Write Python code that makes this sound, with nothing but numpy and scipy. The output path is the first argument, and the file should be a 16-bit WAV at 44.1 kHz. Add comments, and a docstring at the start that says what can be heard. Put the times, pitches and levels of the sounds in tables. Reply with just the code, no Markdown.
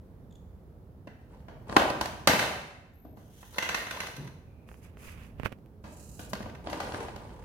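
"""Toy truck on a tiled floor

A big plastic toy truck is set down, shoved and rolled in a bare, echoing room. Knocks ring its
hollow shell, a loose panel clacks and rattles, and lugged wheels rumble over the tiles.
Fingers tap and rub right at the microphone and cloth rustles, both dry and close.
A few faint, thin squeaks come through, and a low room tone lies under it all."""
import sys
import numpy as np
from scipy import signal
from scipy.fft import rfft, irfft, next_fast_len
from scipy.io import wavfile
from scipy.ndimage import uniform_filter1d

SR = 44100
rng = np.random.default_rng(int(sys.argv[2]) if len(sys.argv) > 2 else 0)


def materialize(psi):
    """Save the field psi as 16-bit PCM at rate SR to the path in sys.argv[1].

    A 1-D psi becomes a single channel; in a 2-D psi each row is a channel.
    """
    bounded = np.clip(np.atleast_2d(psi).T, -1, 1)
    quanta = np.round(bounded * 32767).astype(np.int16)
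    wavfile.write(sys.argv[1], SR, quanta)


N = 328104
TIME = np.arange(N) / SR

# colour of the room tone (frequency [Hz], density [dB])
ROOM_TONE = [(15, -58.5), (28, -32.5), (45, -5), (72, -2.5), (130, -8), (220, -12.5), (320, -19.5),
             (450, -19.5), (700, -27), (1300, -36.5), (2600, -49), (4400, -52.5), (8000, -58), (12000, -52),
             (16000, -52.5)]
# its fader ride (time [s], level [dB])
ROOM_TONE_RIDE = [(0.0, -49.5), (1.24, -51.5), (1.8, -46), (2.46, -48), (2.69, -55.5), (5.39, -49),
                  (5.82, -51.5), (6.4, -46.5), (7.44, -48)]
# reverb decay (frequency [Hz], time to fall 60 dB [s])
ROOM_T60 = [(100, 0.93), (400, .9), (1000, 0.81), (2500, 0.79), (5000, 0.69), (9000, 0.7), (15000, .55)]
# colour of the walls (frequency [Hz], level [dB])
WALLS = [(60, 1), (250, -1.5), (800, -1.5), (2500, -0.5), (8000, 0), (16000, 3)]
# how alike left and right are (frequency [Hz], correlation [0-1])
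LIKENESS = [(100, 0.89), (350, 0.94), (700, 0.58), (1300, 0.033), (4000, 0.027), (16000, .02)]

# colours of three kinds of cloth stroke (frequency [Hz], density [dB])
CLOTH_SLIDE = [(880, -29), (1500, -5.5), (2490, -11), (3150, -3), (4830, -13.5), (6120, -4), (7610, -11.5),
               (10900, -8), (16000, -13)]
CLOTH_BRUSH = [(2060, -21), (3500, -16), (4970, 1), (5710, -3), (6120, 3), (7800, -1), (11300, 2.5),
               (16000, -6)]
CLOTH_SWISH = [(1470, -44), (2500, -17.5), (2850, -10.5), (3490, -30), (3890, -12.5), (5610, -11.5),
               (6810, -3.5), (14700, -16), (16000, -23)]
# cloth strokes (time [s], rise [s], length [s], level [dB], kind)
STROKES = [(3.15, .03, 0.13, -73, "slide"), (3.278, 0.12, 0.39, -61.5, "slide"),
           (4.668, .02, 0.12, -72.5, "brush"), (4.816, 0.024, 0.029, -67.5, "brush"),
           (4.961, .08, 0.16, -62.5, "brush"), (5.16, .03, 0.12, -74.5, "brush"),
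           (5.82, 0.18, 0.44, -61, "swish"), (6.183, .01, 0.032, -60, "brush"),
           (6.283, 0.019, 0.016, -55, "brush")]
# short squeaks (time [s], pitch [Hz], level [dB])
CHIRPS = [(0.311, 3550, -67), (0.327, 3430, -63), (0.357, 3460, -59.5), (2.937, 3617, -73.5)]

# borders of the five registers: bass, body, clack, snap, crack (frequency [Hz])
REGISTER_EDGES = [60, 450, 1300, 2900, 6500, 16000]
# top end of a tap and of a knock, against the body (clack [dB], snap [dB], crack [dB])
TAP_BALANCE = [-2, -15, -21]
KNOCK_BALANCE = [-6, -11.5, -19.5]
# balance of a panel clack (bass [dB], body [dB], clack [dB], snap [dB], crack [dB])
CLACK_BALANCE = [-16, -7.5, -0.5, -9.5, -14]

# colours of a fingertip tap and of rubbing skin (frequency [Hz], density [dB])
TAP_COLOUR = [(60, -16), (200, 6.5), (380, -3), (530, 3.5), (740, -11.5), (1050, -5), (2800, 0),
              (3700, -13.5), (6000, -15), (8000, -16), (13000, -2), (16000, -20)]
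RUB_COLOUR = [(60, 7.5), (150, 2.5), (380, -5.5), (520, -3.5), (750, -16), (1050, -5), (1600, -6.5),
              (2600, -3.5), (3200, -12.5), (4000, -19), (7000, -26.5), (16000, -29)]
# finger taps (time [s], level [dB], hardness [dB/register], bass [dB], left against right [dB])
TAPS = [(4.689, -52.5, 0.5, -3, -10), (4.715, -50, -8, -6, -12), (4.742, -57, -0.5, -6, -18),
        (4.971, -55, -1.5, -4, -3), (5.398, -42.5, -0.5, 8, -22), (5.433, -40.5, 0, 5.5, -23),
        (5.459, -28.5, -2, -8, -24), (5.47, -53, 5, 4, -5), (5.525, -49, 2.5, 7, -7),
        (5.66, -76.5, 8, 13, -5)]
# skin rubs (time [s], rise [s], length [s], time to fade 20 dB [s], level [dB])
RUBS = [(4.657, 0.027, 0.11, .15, -69), (4.803, 0.037, 0.055, 0.13, -60.5), (4.96, 0.11, 0.13, 0.21, -51),
        (5.16, 0.065, 0.073, 0.12, -60.5), (5.374, 0.028, 0.15, 0.048, -59.5),
        (5.444, 0.015, 0.015, 0.019, -34.5)]

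# colours of rolling tread, loose parts and plastic hitting tile (frequency [Hz], density [dB])
ROLL_COLOUR = [(70, -19.5), (150, -3), (400, 4), (580, 2), (720, -6.5), (900, 7), (1200, -6), (1500, -12),
               (2200, -11.5), (3400, -17), (4200, -20), (6000, -23), (9000, -22.5), (12000, -26),
               (16000, -39)]
RATTLE_COLOUR = [(150, -11.5), (450, 11.5), (1200, 5.5), (2200, -12), (3200, -4.5), (4500, -4.5),
                 (7000, -16), (11000, -7), (16000, -16)]
SNAP_COLOUR = [(60, -13), (150, 11), (280, -1), (390, -4), (700, 0.5), (1800, -6), (3200, -7.5),
               (5500, -11), (8500, -14.5), (12000, -13.5), (16000, -20)]
# modes of the hollow shell and of the loose panel (frequency [Hz], width [Hz], level [dB])
SHELL_MODES = [(74, 6.2, 16.5), (112, 25, 3.5), (252, 99, 9), (304, 36, 8), (418, 25, -5.5), (570, 40, 6.5),
               (624, 30, 7.5), (685, 150, 5.5), (792, 30, 2.5), (835, 28, -2), (997, 78, 5),
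               (1170, 140, -1), (1454, 46, 3), (1590, 170, 5), (1790, 25, -4.5), (1914, 80, -2),
               (2614, 170, -4.5), (3067, 120, -5), (4290, 680, 0)]
PANEL_MODES = [(1027, 55, 2.5), (1567, 53, 8), (1850, 130, 8), (2050, 84, 10), (2650, 200, 5.5),
               (3580, 66, 1), (4070, 130, 8), (4800, 90, -2.5), (6020, 370, 8)]
# pushes that roll the wheels, shoves that shake the panel (time [s], length [s], level [dB])
PUSHES = [(1.273, .08, -57.5), (1.657, 0.11, -40.5), (6.308, 0.042, -54), (6.625, 0.41, -40),
          (7.15, 0.36, -52.5)]
SHOVES = [(3.522, 0.069, -47), (3.753, 0.058, -43.5), (3.91, 0.17, -46.5), (4.13, .14, -56.5)]
# panel clacks (time [s], level [dB], hardness [dB/register], room send [dB])
CLACKS = [(1.075, -44.5, -8.5, 2), (2.273, -21, -2, 7), (2.392, -27, 0, 4.5), (3.428, -43.5, -12.5, 0),
          (3.583, -25, -0.5, -2), (3.624, -30.5, -0.5, 4.5), (3.69, -28.5, -0.5, 1), (3.745, -27, 0, 1),
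          (3.867, -38.5, -1.5, 3), (3.909, -35.5, 0.5, 1.5), (3.971, -34.5, -9, -14), (4.003, -34, 1, 1),
          (4.069, -44.5, 2.5, -2.5), (4.165, -53.5, 5, -4), (4.274, -51.5, 1, -14), (6.426, -48, 0.5, -12),
          (6.496, -49.5, -2, -20), (6.55, -47.5, -2.5, -3.5), (7.032, -53, -2.5, -10)]
# shell knocks on tile (time [s], level [dB], hardness [dB/register], bass [dB], room send [dB])
KNOCKS = [(1.072, -52.5, 0.5, 10.5, -2.5), (1.483, -46, -4, -7, 4.5), (1.692, -44.5, -4.5, 5, 6.5),
          (1.725, -34.5, -2.5, -8, -8), (1.765, -11, -1.23, -12, -2.5), (1.797, -23, -2, -14, -5.5),
          (1.818, -22.5, -4, -19, 0.5), (1.901, -28, 0, -3, -19), (2.011, -26.5, 2, -7, -2.5),
          (2.057, -34.5, 3, -17, -4.5), (2.273, -18, 4.5, -14, -4), (2.295, -23.5, -7, 2, -13),
          (2.334, -24.5, -16, -4, -1), (2.425, -30.5, 1, -25, 5.5), (3.05, -59.5, -3, 17.5, 3),
          (3.171, -56, -3, 5.5, 4.5), (5.84, -50, -1, 2, 9), (6.193, -46, 2.5, 1, 3),
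          (6.332, -33, 2.5, 1, -4.5), (6.352, -40, 0.5, -9.5, -1.5), (6.405, -43, -2, 8.5, -2),
          (6.458, -41, -5, 0, 1), (6.698, -45, 3, -8, 0.5), (6.729, -33, -0.5, -18, -2.5),
          (6.802, -32.5, 0.5, -21, 1.5), (6.944, -36.5, -1.5, -5.5, 0.5), (7.003, -43, 0, -9, 3.5),
          (7.083, -38.5, -3, -18, -10.5), (7.161, -45.5, 2, 0.5, -4)]


def from_db(db):
    """Decibels to gain."""
    return 10 ** (np.asarray(db) / 20)


def rms_one(x):
    """Scale to rms 1."""
    return x / np.sqrt(np.mean(x ** 2) + 1e-20)


def at_hz(points, hz):
    """Read a curve on a log-frequency axis."""
    f, value = np.transpose(points)
    return np.interp(np.log(np.maximum(hz, 1)), np.log(f), value)


def add(out, sound, s):
    """Mix a sound in at time s."""
    i = max(int(s * SR), 0)
    out[:, i:i + sound.shape[1]] += sound[:, :N - i]


def band(x, low_hz, high_hz):
    """Gentle band-pass."""
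    return signal.sosfilt(signal.butter(2, [low_hz, high_hz], "band", fs=SR, output="sos"), x)


def resonate(x, hz, width_hz):
    """One resonance, unity gain at its peak."""
    r = np.exp(-np.pi * width_hz / SR)
    poles = [1, -2 * r * np.cos(2 * np.pi * hz / SR), r * r]
    return signal.lfilter(np.array([1, 0, -1]) * (1 - r * r) / 2, poles, x + 1e-18)


def colour(x, spectrum):
    """Apply an EQ curve."""
    n = next_fast_len(x.shape[-1])
    gain = from_db(at_hz(spectrum, np.arange(n // 2 + 1) * SR / n))
    return irfft(rfft(x, n) * gain, n)[..., :x.shape[-1]]


def click(spectrum, size):
    """A single impulse through an EQ curve."""
    return colour(1.0 * (np.arange(size) == 16), spectrum)


def noise(spectrum, size=N, direct=0):
    """Coloured stereo noise, narrow in the bass and wide on top; direct pulls it to the centre."""
    n = next_fast_len(size)
    mid, side = rfft(rng.standard_normal((2, n)))
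    alike = np.clip(direct + (1 - direct) * at_hz(LIKENESS, np.arange(len(mid)) * SR / n), 0, 1)
    stereo = irfft(np.sqrt(1 + alike) * mid + np.sqrt(1 - alike) * side * [[1], [-1]], n)
    return rms_one(colour(stereo, spectrum)[:, :size])


def grains(per_s, spread_db, grain_s):
    """Envelope of many small random contacts of uneven strength; rms 1."""
    contacts = rng.random(N) < per_s / SR
    energy = contacts * from_db(2 * spread_db * np.minimum(rng.exponential(1, N), 3))
    return rms_one(np.sqrt(signal.lfilter([1], [1, -np.exp(-1 / (grain_s * SR))], energy + 1e-18)))


def swell(start_s, rise_s, length_s, fade_s):
    """Envelope of one move: it builds, holds until length_s, then drops 20 dB every fade_s."""
    t = TIME - start_s
    return np.clip(t / rise_s, 0, 1) * from_db(-20 * np.clip((t - length_s) / fade_s, 0, 10))


def registers(db, hardness_db, balance_db):
    """Levels from bass to crack: hardness tilts each register above the body by one more step."""
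    return db + np.array(balance_db) + hardness_db * np.maximum(np.arange(len(balance_db)) - 1, 0)


def voiced(hit, levels_db):
    """Where and how hard a blow lands sets the level of five registers in its first 12 ms."""
    out = 0
    for low, high, db in zip(REGISTER_EDGES, REGISTER_EDGES[1:], levels_db):
        part = band(hit, low, high)
        out = -out + part * from_db(db) / np.std(part[:, :int(.012 * SR)])   # alternate polarity
    return out


def ringing(x, modes, plain, vary_db):
    """Plastic rings on top of the plain contact sound; each contact point favours other modes."""
    offsets_db = vary_db * rng.standard_normal(len(modes))
    return plain * x + sum(from_db(db + offset) * resonate(x, hz, width)
                           for (hz, width, db), offset in zip(modes, offsets_db))


def patter(spectrum, shared, **texture):
    """Small contacts: some sound in every register, most in only one; rms 1."""
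    source, common = noise(spectrum, direct=.3), grains(**texture)
    out = 0
    for k, (low, high) in enumerate(zip(REGISTER_EDGES, REGISTER_EDGES[1:])):
        envelope = shared * common + (1 - shared) * grains(**texture)
        out = out + (-1) ** k * band(source, low, high) * envelope
    return rms_one(out)


def room_tone():
    """A bed of low noise that drifts in level and leans a little to the right."""
    ride_db = np.interp(TIME, *np.transpose(ROOM_TONE_RIDE))
    return noise(ROOM_TONE) * from_db(ride_db) * from_db([[-0.8], [1.7]])


def reverb(send, early_db, build_s):
    """Hard walls: a dense tail that builds quickly and dies sooner in the treble."""
    t, hz = TIME[:SR], np.arange(SR // 2 + 1)
    spectrum = rfft(noise(WALLS, size=SR))
    edges_hz = [0, 180, 400, 800, 1600, 3200, 5500, 8000, 11500, SR]
    tail = 0
    for low, high in zip(edges_hz, edges_hz[1:]):
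        t60 = at_hz(ROOM_T60, min((low + high) / 2, 14000))
        tail = tail + irfft(spectrum * ((hz >= low) & (hz < high)), SR) * from_db(-60 * t / t60)
    tail = tail * (1 - np.exp(-t / build_s)) * (1 + from_db(early_db) * np.exp(-t / 0.031))
    return signal.fftconvolve(send, tail / np.sqrt(np.sum(tail ** 2) / 2), axes=1)[:, :N]


def cloth(gain_db, brush_pan_db, swish_pan_db):
    """Soft strokes of fabric: the fibres give a fine-grained hiss."""
    kinds = [("slide", CLOTH_SLIDE, 0), ("brush", CLOTH_BRUSH, brush_pan_db),
             ("swish", CLOTH_SWISH, swish_pan_db)]
    hiss = {kind: noise(spectrum) * from_db([[pan / 2], [-pan / 2]]) for kind, spectrum, pan in kinds}
    fibres = grains(per_s=920, spread_db=2.0, grain_s=0.004)
    return fibres * sum(hiss[kind] * from_db(gain_db + db) * swell(s, rise, length, fade_s=0.064)
                        for s, rise, length, db, kind in STROKES)


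def short_squeaks(octave_db, rasp):
    """Tiny chirps: a tone and its octave, roughened by pitch jitter."""
    out, t = np.zeros((2, N)), TIME[:SR // 80]
    for s, hz, db in CHIRPS:
        phase = 2 * np.pi * np.cumsum(hz * (1 + rasp * rng.standard_normal(len(t)))) / SR
        tone = np.sin(phase) + from_db(octave_db) * np.sin(2 * phase)
        add(out, tone * np.hanning(len(t)) * from_db([[db], [db]]), s - t[-1] / 2)
    return out


def thin_squeak(start_s, length_s, top_hz, rasp, waver):
    """A very high, raspy squeak that arches in pitch, with a weaker tone on either side."""
    top_after_s, bend_hz_per_s2 = .135, 22000
    hz = top_hz - bend_hz_per_s2 * np.minimum(abs(TIME - start_s - top_after_s), length_s) ** 2
    fast, slow = rng.standard_normal((2, N))
    jitter = rasp * rms_one(uniform_filter1d(fast, size=12))
    drift = waver * rms_one(uniform_filter1d(slow, size=700))
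    phase = 2 * np.pi * np.cumsum(hz * (1 + jitter + drift)) / SR
    tones = np.sin(phase) + from_db(-8) * np.sin(.915 * phase) + from_db(-12) * np.sin(1.025 * phase)
    catching = grains(per_s=160, spread_db=3.0, grain_s=.004)
    envelope = swell(start_s, rise_s=0.027, length_s=length_s, fade_s=0.21)
    return tones * catching * envelope * from_db([[-67], [-78]])


def fingers(tap_db, rub_db, thump_db, thump_hz, rub_pan_db, grit):
    """Fingertips tick with a short low thump and skin rubs grittily, mostly on the right."""
    out, t = np.zeros((2, N)), TIME[:SR // 16]
    spike = click(TAP_COLOUR, len(t))
    for s, db, hardness_db, bass_db, pan_db in TAPS:
        tick = -spike / spike.max() + grit * noise(TAP_COLOUR, size=len(t)) * np.exp(-t / 0.0072)
        thump = np.sin(2 * np.pi * thump_hz * t) * np.exp(-t / 0.0099)
        tap = voiced(tick, registers(db, hardness_db, [bass_db, 0, *TAP_BALANCE]))
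        tap += from_db(db + bass_db + thump_db) * thump
        add(out, tap * from_db([[tap_db + pan_db], [tap_db]]), s)
    pressure = sum(from_db(db) * swell(*timing) for *timing, db in RUBS)
    rub = noise(RUB_COLOUR) * grains(per_s=540, spread_db=-2.5, grain_s=0.0073) * pressure
    return out + rub * from_db([[rub_db + rub_pan_db], [rub_db]])


def tyre_skid(judder_db, judder_hz, squeal_db, squeal_hz):
    """On the last shove a tyre judders on the tile, and a faint, narrow squeal lingers."""
    judder = rms_one(resonate(noise(ROLL_COLOUR), judder_hz, width_hz=18))
    judder *= swell(start_s=4.157, rise_s=.015, length_s=0.1, fade_s=0.2)
    squeal = resonate(noise(RATTLE_COLOUR), squeal_hz, width_hz=260)
    squeal = rms_one(resonate(squeal, squeal_hz, width_hz=260))
    squeal *= swell(start_s=4.35, rise_s=0.29, length_s=0.38, fade_s=.09)
    return from_db(judder_db) * judder + from_db(squeal_db) * squeal


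def wheels(roll_db, tick_db, top_hz):
    """Tread lugs patter and tick through the shell; each push gets up to speed, then coasts."""
    pushes = sum(from_db(db) * swell(s, 0.058, length, fade_s=0.17) for s, length, db in PUSHES)
    lugs = patter(ROLL_COLOUR, shared=.25, per_s=120, spread_db=3.0, grain_s=0.002)
    roll = rms_one(ringing(lugs, SHELL_MODES, plain=6.8, vary_db=-0.5))
    snaps = band(noise(SNAP_COLOUR, direct=.3), 400, 5000)
    snaps *= grains(per_s=45, spread_db=6.5, grain_s=0.001)
    ticks = rms_one(ringing(snaps, SHELL_MODES, plain=0.98, vary_db=-0.5))
    tread = from_db(roll_db) * roll + from_db(tick_db) * ticks
    return signal.sosfilt(signal.butter(6, top_hz, fs=SR, output="sos"), tread) * pushes


def panel_rattle(gain_db):
    """Each shove shakes the loose panel into a rattle that builds and settles."""
    shoves = sum(from_db(db) * swell(s, 0.03, length, fade_s=0.1) for s, length, db in SHOVES)
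    contacts = patter(RATTLE_COLOUR, shared=0.51, per_s=130, spread_db=4.0, grain_s=0.0025)
    return from_db(gain_db) * rms_one(ringing(contacts, PANEL_MODES, plain=1.0, vary_db=4.5)) * shoves


def impacts(hits, modes, gain_db, send_db, pan_db, attack_db, chatter_s, t60_s, plain, room_plain):
    """A sharp attack, a few ms of chatter as parts meet, then ringing. Returns dry sound and send."""
    near, send, t = np.zeros((2, N)), np.zeros((2, N)), TIME[:SR // 7]
    envelope = from_db(-60 * np.maximum(t - chatter_s, 0) / t60_s)
    attack = rms_one(click(SNAP_COLOUR, len(t))) * np.sqrt(np.mean(envelope ** 2))
    for s, levels_db, room_db in hits:
        chatter = noise(SNAP_COLOUR, size=len(t), direct=0.22) * envelope
        hit = ringing(chatter + from_db(attack_db) * attack, modes, plain, vary_db=1.5)
        add(near, voiced(hit, levels_db) * from_db([[gain_db + pan_db / 2], [gain_db - pan_db / 2]]), s)
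        # the walls gather sound from all faces of the toy, which evens out its colour
        radiated = ringing(attack + 0.77 * chatter, modes, room_plain, vary_db=1.5)
        add(send, voiced(radiated, levels_db) * from_db(gain_db + room_db + send_db), s)
    return np.array([near, send])


def panel_clacks():
    """The loose panel strikes and rings with a bright clack."""
    hits = [(s, registers(db, hardness_db, CLACK_BALANCE), room_db)
            for s, db, hardness_db, room_db in CLACKS]
    return impacts(hits, PANEL_MODES, gain_db=-2.5, send_db=-0.5, pan_db=-1.0, attack_db=-16.5,
                   chatter_s=0.0046, t60_s=0.02, plain=1.7, room_plain=2.01)


def shell_knocks():
    """The truck hits the tiles and its hollow shell rings."""
    hits = [(s, registers(db, hardness_db, [bass_db, 0, *KNOCK_BALANCE]), room_db)
            for s, db, hardness_db, bass_db, room_db in KNOCKS]
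    return impacts(hits, SHELL_MODES, gain_db=-3.5, send_db=0.0, pan_db=1.0, attack_db=-13.5,
                   chatter_s=0.0029, t60_s=0.023, plain=0.8, room_plain=3.3)


def truck():
    """Knocks, clacks, wheels and rattle on one bus. Returns dry sound and room send."""
    near, send = shell_knocks() + panel_clacks()
    movement = wheels(roll_db=-2.5, tick_db=-8.0, top_hz=11300) + panel_rattle(gain_db=-0.5)
    left, right = near + movement
    left = np.roll(left, 4)   # the truck reaches the left side a little later
    return np.array([left, right]), send + from_db(-3.0) * movement


def scene():
    """Truck and squeaks feed the reverb; skid, fingers, cloth and room tone stay dry."""
    toy, send = truck()
    short = short_squeaks(octave_db=-2.5, rasp=0.27)
    thin = thin_squeak(start_s=2.93, length_s=0.17, top_hz=13130, rasp=.015, waver=.007)
    send += from_db(-3.0) * short + from_db(-1.0) * thin
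    echo = from_db(1.5) * reverb(send, early_db=-12.0, build_s=0.0026)
    skid = tyre_skid(judder_db=-43.5, judder_hz=137, squeal_db=-74.5, squeal_hz=2420)
    touch = fingers(tap_db=-2.0, rub_db=5.0, thump_db=7.5, thump_hz=113, rub_pan_db=-8.5, grit=0.064)
    rustle = cloth(gain_db=3.5, brush_pan_db=6.5, swish_pan_db=-5.5)
    return toy + short + thin + echo + skid + touch + rustle + room_tone()


def record(dry):
    """Master: peaks clip at full scale, then a steep high cut at 16.2 kHz."""
    return signal.sosfilt(signal.ellip(10, .1, 70, 16200, fs=SR, output="sos"), np.clip(dry, -1, 1))


dry = scene()
out = record(dry)
materialize(out)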